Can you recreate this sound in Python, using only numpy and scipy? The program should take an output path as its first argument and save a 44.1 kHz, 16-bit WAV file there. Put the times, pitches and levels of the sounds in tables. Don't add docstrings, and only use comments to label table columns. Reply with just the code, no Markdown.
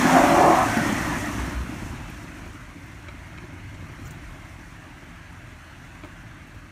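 import sys
import numpy as np
from scipy import signal
from scipy.fft import rfft, irfft
from scipy.io import wavfile
from scipy.ndimage import uniform_filter1d

SR = 44100
rng = np.random.default_rng(int(sys.argv[2]) if len(sys.argv) > 2 else 0)


def persist_wave(psi):
    counts = np.round(np.clip(psi, -1, 1) * 32767).astype(np.int16)
    wavfile.write(sys.argv[1], SR, np.atleast_2d(counts).T)


N = 295911
TIME = np.arange(N) / SR


def gain_of(db):
    return 10 ** (np.asarray(db) / 20)


def evened(x):
    return x / np.sqrt(np.mean(x ** 2) + 1e-20)


def add(mix, s, sound):
    part = mix[round(s * SR):][:len(sound)]
    part += sound[:len(part)]


def columns(rows):
    s, *values = np.transpose(rows)
    t = np.arange(s[0], s[-1], 1 / SR)
    return s[0], [np.interp(t, s, v) for v in values]


def drift(size, count):
    wander = uniform_filter1d(rng.standard_normal(count), size)
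    return evened(uniform_filter1d(wander, size))


def resonate(x, hz, width):
    turn = np.exp(2j * np.pi * np.cumsum(hz * np.ones(len(x))) / SR)
    r = np.exp(-np.pi * width / SR)
    smooth = signal.lfilter([1 - r], [1, -r], x / turn + 1e-18)
    return 2 * (turn * smooth).real


def coloured(x, spectrum):
    hz = np.fft.rfftfreq(len(x), 1 / SR)
    f, db = np.transpose(spectrum)
    shape = gain_of(np.interp(np.log(hz + 1), np.log(f + 1), db, left=-90, right=-90))
    return evened(irfft(rfft(x) * shape, len(x)))


def turbulence(patchy_db, flicker_db):
    frames = N // 128 + 5
    a, b, patches = rng.standard_normal((frames, 257, 3)).T
    patches = uniform_filter1d(patches, size=2, axis=0)
    patches = evened(uniform_filter1d(patches, size=24, axis=1))
    flicker = drift(size=5, count=frames)
    z = (a + 1j * b) * gain_of(patchy_db * patches + flicker_db * flicker)
    return evened(signal.istft(z, nperseg=512, noverlap=384)[1][:N])


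def harmonics(rows, orders, waver_db):
    s, (hz, db) = columns(rows)
    turns = np.cumsum(hz) / SR
    wave = np.zeros(len(hz))
    for k, level in orders:
        level_db = level + k * waver_db * drift(size=3000, count=len(hz))
        wave += gain_of(level_db) * np.sin(2 * np.pi * (round(k) * turns + rng.random()))
    return s, np.sqrt(2) * gain_of(db) * wave * signal.windows.tukey(len(hz), min(1, 8000 / len(hz)))


# time in seconds, mean firing rate in Hz,
# roar level in dB before a constant cut, brightness in dB per octave.
THROTTLE_CURVE = [(0, 247.9, -32.5, 2), (.18, 260, -16.5, 1), (.31, 281.9, -20.5, -0.5),
                  (.42, 307.3, -14.5, -5), (.51, 322.7, -15.5, 0), (.55, 329.1, -18.5, 7),
                  (.64, 326, -24.5, 12), (.68, 310.7, -30.5, 1), (.8, 291, -36.5, -10),
                  (.88, 279, -43.5, -9), (1.3, 234.6, -44, 4)]
# frequency in Hz, relative width in Hz before a common widening,
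# level in dB at neutral brightness.
INTAKE_MODES = [(342, 35, -2.5), (416, 91, -16), (563.5, 40, -3.5), (652, 22, -7.5), (709, 31, -0.5),
                (779, 39, -3.5), (847, 40, -5.5), (938, 82, -8.5), (1044, 76, -7), (1200, 110, -7)]
ROAR_CUT_DB, WIDENING = 7.0, 1.65
FIRING_TONE_DB, TONE_WAVER_DB = -24.5, 1.5
LIFT_S, TONE_FADE_DB_PER_S = 0.53, 172


def roar():
    s, (hz, roar_db, bright_db) = columns(THROTTLE_CURVE)
    count = len(hz)
    turns = np.cumsum(hz * (1 + .012 * drift(size=600, count=count))) / SR
    fired = np.diff(np.floor(turns), prepend=0)
    firings = gain_of(3.4 * rng.standard_normal(count)) * fired
    puffs = (0.28 + np.exp(-(turns % 1) / 0.31)) * rng.standard_normal(count)
    drive = 0.48 * evened(firings) + 0.88 * evened(puffs)

    rung = np.zeros(count)
    for k, (f, width, db) in enumerate(INTAKE_MODES):
        mode = resonate(drive, f, WIDENING * width)
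        mode = evened(resonate(mode, f, WIDENING * width))
        rung += (-1) ** k * gain_of(db + bright_db * np.log2(f / 700)) * mode

    shut_s = np.maximum(TIME[:count] - LIFT_S, 0)
    waver = TONE_WAVER_DB * drift(size=1500, count=count)
    tone_db = FIRING_TONE_DB + waver - TONE_FADE_DB_PER_S * shut_s
    tone = np.sqrt(2) * gain_of(tone_db) * np.sin(2 * np.pi * turns)
    fade_out = np.minimum(1, np.arange(count)[::-1] / 4000)
    return s, (gain_of(roar_db - ROAR_CUT_DB) * rung + tone) * fade_out


# frequency in Hz, relative density in dB per Hz.
RUMBLE_SPECTRUM = [(20, -31), (34, 4), (81, 3), (113, 4.5), (140, -2.5), (166, -5), (200, -11), (260, -52),
                   (440, -120)]


def exhaust(rumble_db):
    return gain_of(rumble_db) * coloured(turbulence(patchy_db=0.0, flicker_db=0.3), RUMBLE_SPECTRUM)


# frequency in Hz, relative density in dB per Hz.
BOOM_SPECTRUM = [(82, -41), (140, -5.5), (167, -4), (194, -4.5), (291, 1.5), (366, -8), (431, -18.5),
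                 (520, -18), (680, -31), (1140, -120)]
IDLE_RUMBLE_DB, BOOM_IDLE_DB = -48.5, -50.5
BOOM_FOLLOWS_HISS, BOOM_FOLLOWS_RUMBLE = 0.85, 0.27


def panels(effort_db, rumble_db):
    rumble_rise_db = rumble_db - IDLE_RUMBLE_DB
    boom_db = BOOM_IDLE_DB + BOOM_FOLLOWS_HISS * effort_db + BOOM_FOLLOWS_RUMBLE * rumble_rise_db
    lumps = rng.standard_normal(N) * gain_of(2.7 * drift(size=350, count=N))
    return gain_of(boom_db) * coloured(lumps, BOOM_SPECTRUM)


# frequency in Hz, relative density in dB per Hz.
FAN_SPECTRUM = [(250, -37), (430, -17.5), (500, -9), (610, 0.5), (810, -2), (900, -0.5), (1320, -0.5),
                (1600, 0.5), (2070, -1.5), (2400, -4.5), (2700, -6.5), (3000, -9.5), (3790, -15),
                (4420, -16), (5000, -25.5)]
BRIGHT_IDLE_DB, BRIGHT_FOLLOWS = 0.5, -0.1


def fan(fan_db, effort_db, grit):
    rush = coloured(turbulence(patchy_db=2.0, flicker_db=0.39) + 0.15 * evened(grit), FAN_SPECTRUM)
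    dull = signal.lfilter(*signal.butter(2, 1800, fs=SR), rush)
    bright_db = BRIGHT_IDLE_DB + BRIGHT_FOLLOWS * effort_db
    return gain_of(fan_db) * (gain_of(-bright_db) * dull + gain_of(bright_db) * (rush - dull))


# frequency in Hz, relative density in dB per Hz.
HISS_SPECTRUM = [(2240, -5), (3800, -12.5), (4840, -7.5), (5370, -1), (6080, 0.5), (8020, -5), (9450, -5),
                 (10500, -11.5), (12800, -11), (15500, -17.5)]


def sand(hiss_db, grit):
    spray = turbulence(patchy_db=1.5, flicker_db=0.7) + 0.38 * evened(grit)
    return gain_of(hiss_db) * coloured(spray, HISS_SPECTRUM)


# time in seconds, sand and valve-gear hiss level in dB,
# exhaust rumble level in dB, fan rush level in dB.
RUNDOWN_LEVELS = [(0.0, -35.5, -39, -23), (0.15, -34, -36, -22), (0.52, -37.5, -37, -26),
                  (0.88, -39, -35, -27.5), (1.34, -44.5, -39, -34), (1.48, -46.5, -38, -35.5),
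                  (1.64, -51.5, -35.5, -40.5), (1.86, -50, -35, -41), (1.97, -54, -37, -42.5),
                  (2.2, -55, -40.5, -44.5), (2.7, -59.5, -45, -48), (3.62, -61, -43, -48.5),
                  (4.13, -59, -41, -47), (4.65, -60, -45.5, -49), (4.9, -61.5, -47.5, -48.5),
                  (5.98, -61.5, -48.5, -48.5), (6.26, -62.5, -46, -49), (6.71, -64, -46.5, -51.5)]
IDLE_HISS_DB = -61


def truck():
    s, *levels = np.transpose(RUNDOWN_LEVELS)
    hiss_db, rumble_db, fan_db = (np.interp(TIME, s, v) for v in levels)
    effort_db = hiss_db - IDLE_HISS_DB
    grains = rng.random(N) < 1500 / SR
    grit = gain_of(2.5 * np.minimum(rng.exponential(1, N), 6)) * grains * rng.choice([-1, 1], N)
    return (exhaust(rumble_db) + panels(effort_db, rumble_db)
            + fan(fan_db, effort_db, grit) + sand(hiss_db, grit))


# start in seconds, length in seconds, first frequency in Hz,
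# last frequency in Hz, level in dB before waver and fades.
HUM_EVENTS = [(0, 0.29, 171.5, 168.8, -32.5), (.33, 0.23, 169.4, 170.6, -35.5),
              (0.949, 0.5, 62.2, 58.6, -39), (1.357, .16, 62.5, 60.7, -31),
              (1.498, 0.18, 60.4, 60.6, -28.5), (0.598, 0.83, 114.9, 105.9, -39),
              (2.799, 0.51, 61.5, 60.8, -47), (2.951, 0.42, 91.3, 89.8, -49), (3.449, 0.43, 90, 103, -45.5),
              (3.75, 0.52, 147, 156.4, -51), (4.9, 0.73, 73.6, 84, -53)]


def hum(s, length, from_hz, to_hz, db):
    return harmonics([(s, from_hz, db), (s + length, to_hz, db)], [(1, 0)], waver_db=2.0)


# start in seconds,
# length in seconds, first frequency in Hz, last frequency in Hz, level in dB before fades.
FUZZY_TONE_EVENTS = [(0, 0.15, 1690, 1720, -34), (0.098, 0.18, 700.5, 716.4, -23.5),
                     (.17, 0.19, 590, 571.4, -26.5), (.36, 0.2, 850, 883, -26),
                     (0.403, 0.13, 580, 590, -26.5), (0.471, .19, 715, 773, -26),
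                     (.34, 0.16, 411, 417, -31.5), (0.359, 0.14, 1757, 1647, -34.5),
                     (.6, .25, 750, 687, -33.5), (.64, 0.181, 1584, 1485, -36),
                     (.71, 0.27, 1920, 1770, -37), (.83, .13, 219, 201, -29.5),
                     (1.076, 0.11, 1790, 1653, -36), (1.219, 0.11, 310.6, 277, -31.5)]


def fuzzy_tone(s, length, from_hz, to_hz, db):
    hz = np.linspace(from_hz, to_hz, round(length * SR))
    jittered_hz = hz * (1 + 0.0067 * drift(size=300, count=len(hz)))
    wave = np.sin(2 * np.pi * np.cumsum(jittered_hz) / SR)
    return s, np.sqrt(2) * gain_of(db) * wave * signal.windows.tukey(len(hz), .6)


# time in seconds, frequency in Hz, level in dB.
HUMP_CURVE = [(.55, 1950, -62), (.75, 1876, -35.5), (1.3, 1880, -43), (1.6, 1820, -66), (3.2, 2160, -57.5),
              (4.6, 2120, -57.5), (4.9, 1620, -58), (6.72, 1610, -60.5)]


def rush_hump():
    s, (hz, db) = columns(HUMP_CURVE)
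    rung = resonate(rng.standard_normal(len(hz)), hz, 220)
    rung = resonate(rung, hz, 240)
    return s, gain_of(db) * evened(rung) * signal.windows.tukey(len(hz), .03)


# start in seconds, swing level in dB before onset and decay,
# frequency in Hz, 60 dB decay time in seconds.
THUD_EVENTS = [(0.767, -11, 235, 0.076), (2.46, -33, 67, 0.18), (3.605, -49, 102, 0.1),
               (3.691, -36, 97.3, 0.11), (4.657, -47, 204, 0.12), (5.842, -33.5, 127, 0.12),
               (6.041, -32.5, 88, 0.22), (6.54, -35, 61.4, 0.16)]


def thud(s, db, hz, t60):
    t = np.arange(8000) / SR
    rattle = evened(resonate(rng.standard_normal(len(t)), 520, 600))
    swing = np.sin(2 * np.pi * hz * t)
    onset = np.minimum(1, t / 0.0044)
    return s, gain_of(db - 60 * t / t60) * (swing + 0.18 * rattle) * onset


# multiple of the idle frequency, mean level in dB relative to the idle level.
IDLE_HARMONICS = [(1, -3), (2, -5), (3, -7), (4, -9)]
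IDLE_FROM_S, IDLE_HZ, IDLE_DB = 1.9, 42.54, -50


def idle():
    rows = [(s, IDLE_HZ, IDLE_DB) for s in (IDLE_FROM_S, N / SR)]
    return harmonics(rows, IDLE_HARMONICS, waver_db=0.78)


# start in seconds,
# peak level in dB, lowest frequency in Hz, highest frequency in Hz, 60 dB decay time in seconds.
BURST_EVENTS = [(2.1, -46, 9000, 14000, .04), (2.37, -52, 9000, 13000, .04), (2.531, -47, 3030, 9100, .05),
                (2.863, -54, 11500, 15500, .04), (3.601, -45, 1503, 3000, 0.045),
                (3.744, -44, 3000, 8000, .1), (4.107, -38, 5800, 9400, .06), (4.61, -52, 2000, 6000, .05),
                (5.342, -44, 1200, 2300, .07), (6.47, -52, 4985, 14000, .08)]


def short_burst(s, db, low_hz, high_hz, t60):
    t = np.arange(6000) / SR
    burst = rng.standard_normal(len(t)) * gain_of(-60 * t / t60)
    burst[0] = 3.4
    band = signal.butter(3, [low_hz, high_hz], "band", fs=SR, output="sos")
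    burst = signal.sosfilt(band, burst)
    return s, gain_of(db) * burst / abs(burst).max()


# start in seconds, peak level in dB,
# brightness in dB per octave.
KNOCK_EVENTS = [(2.46, -34, -1.5), (3.0846, -30, 2.5), (3.0885, -37, 6), (3.377, -34.5, 5), (3.384, -36, 2),
                (3.44, -34, -5), (3.532, -41, -6), (3.748, -38, 3), (6.036, -32, -0.5), (6.0458, -32, -1.5),
                (6.068, -40, -1)]
# frequency in Hz before detuning, relative level in dB
# at neutral brightness, 60 dB decay time in seconds.
PLATE_MODES = [(350, 3, .08), (627, -1, 0.059), (967, -6, 0.09), (1310, 0.5, 0.039), (1700, -8, 0.058),
               (2250, 1, 0.032), (2470, -3, 0.043), (3180, -6, 0.026), (4000, -10, 0.023),
               (5500, -15, .015), (7140, -18, .015)]


def knock(s, db, bright_db):
    t = np.arange(6000) / SR
    ring = np.zeros(len(t))
    for (hz, level, t60), detune in zip(PLATE_MODES, rng.uniform(0.93, 1.03, len(PLATE_MODES))):
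        mode_db = level + bright_db * np.log2(hz / 1500) - 60 * t / t60
        ring += gain_of(mode_db) * np.sin(2 * np.pi * hz * detune * t)
    ring *= np.minimum(1, t / 0.00029)
    return s, gain_of(db) * ring / abs(ring).max()


# start in seconds, length in seconds,
# level in dB before fades, lowest frequency in Hz, highest frequency in Hz.
SPIT_EVENTS = [(4.045, .025, -62, 10500, 15600), (4.066, .02, -60, 13800, 15600),
               (4.05, .035, -54, 5500, 7600), (4.106, .014, -57, 9500, 15600),
               (4.118, .03, -65, 14000, 15600)]


def spit(s, length, db, low_hz, high_hz):
    noise = rng.standard_normal(round(length * SR))
    band = signal.butter(4, [low_hz, high_hz], "band", fs=SR, output="sos")
    puff = signal.sosfilt(band, noise)
    return s, gain_of(db) * evened(puff) * signal.windows.tukey(len(noise), .3)


def scene():
    mix = truck()
    for source in (roar, rush_hump, idle):
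        add(mix, *source())
    for source, table in ((hum, HUM_EVENTS), (fuzzy_tone, FUZZY_TONE_EVENTS), (thud, THUD_EVENTS),
                          (short_burst, BURST_EVENTS), (knock, KNOCK_EVENTS), (spit, SPIT_EVENTS)):
        for row in table:
            add(mix, *source(*row))
    return np.array([mix, mix])


EDGE_HZ = 15700


def record(dry):
    thin = signal.sosfilt(signal.butter(3, 36, "high", fs=SR, output="sos"), dry)
    low_pass = signal.firwin(1023, EDGE_HZ, window=("kaiser", 9), fs=SR)
    return signal.oaconvolve(thin, low_pass[None], "same")


dry = scene()
out = record(dry)
persist_wave(out)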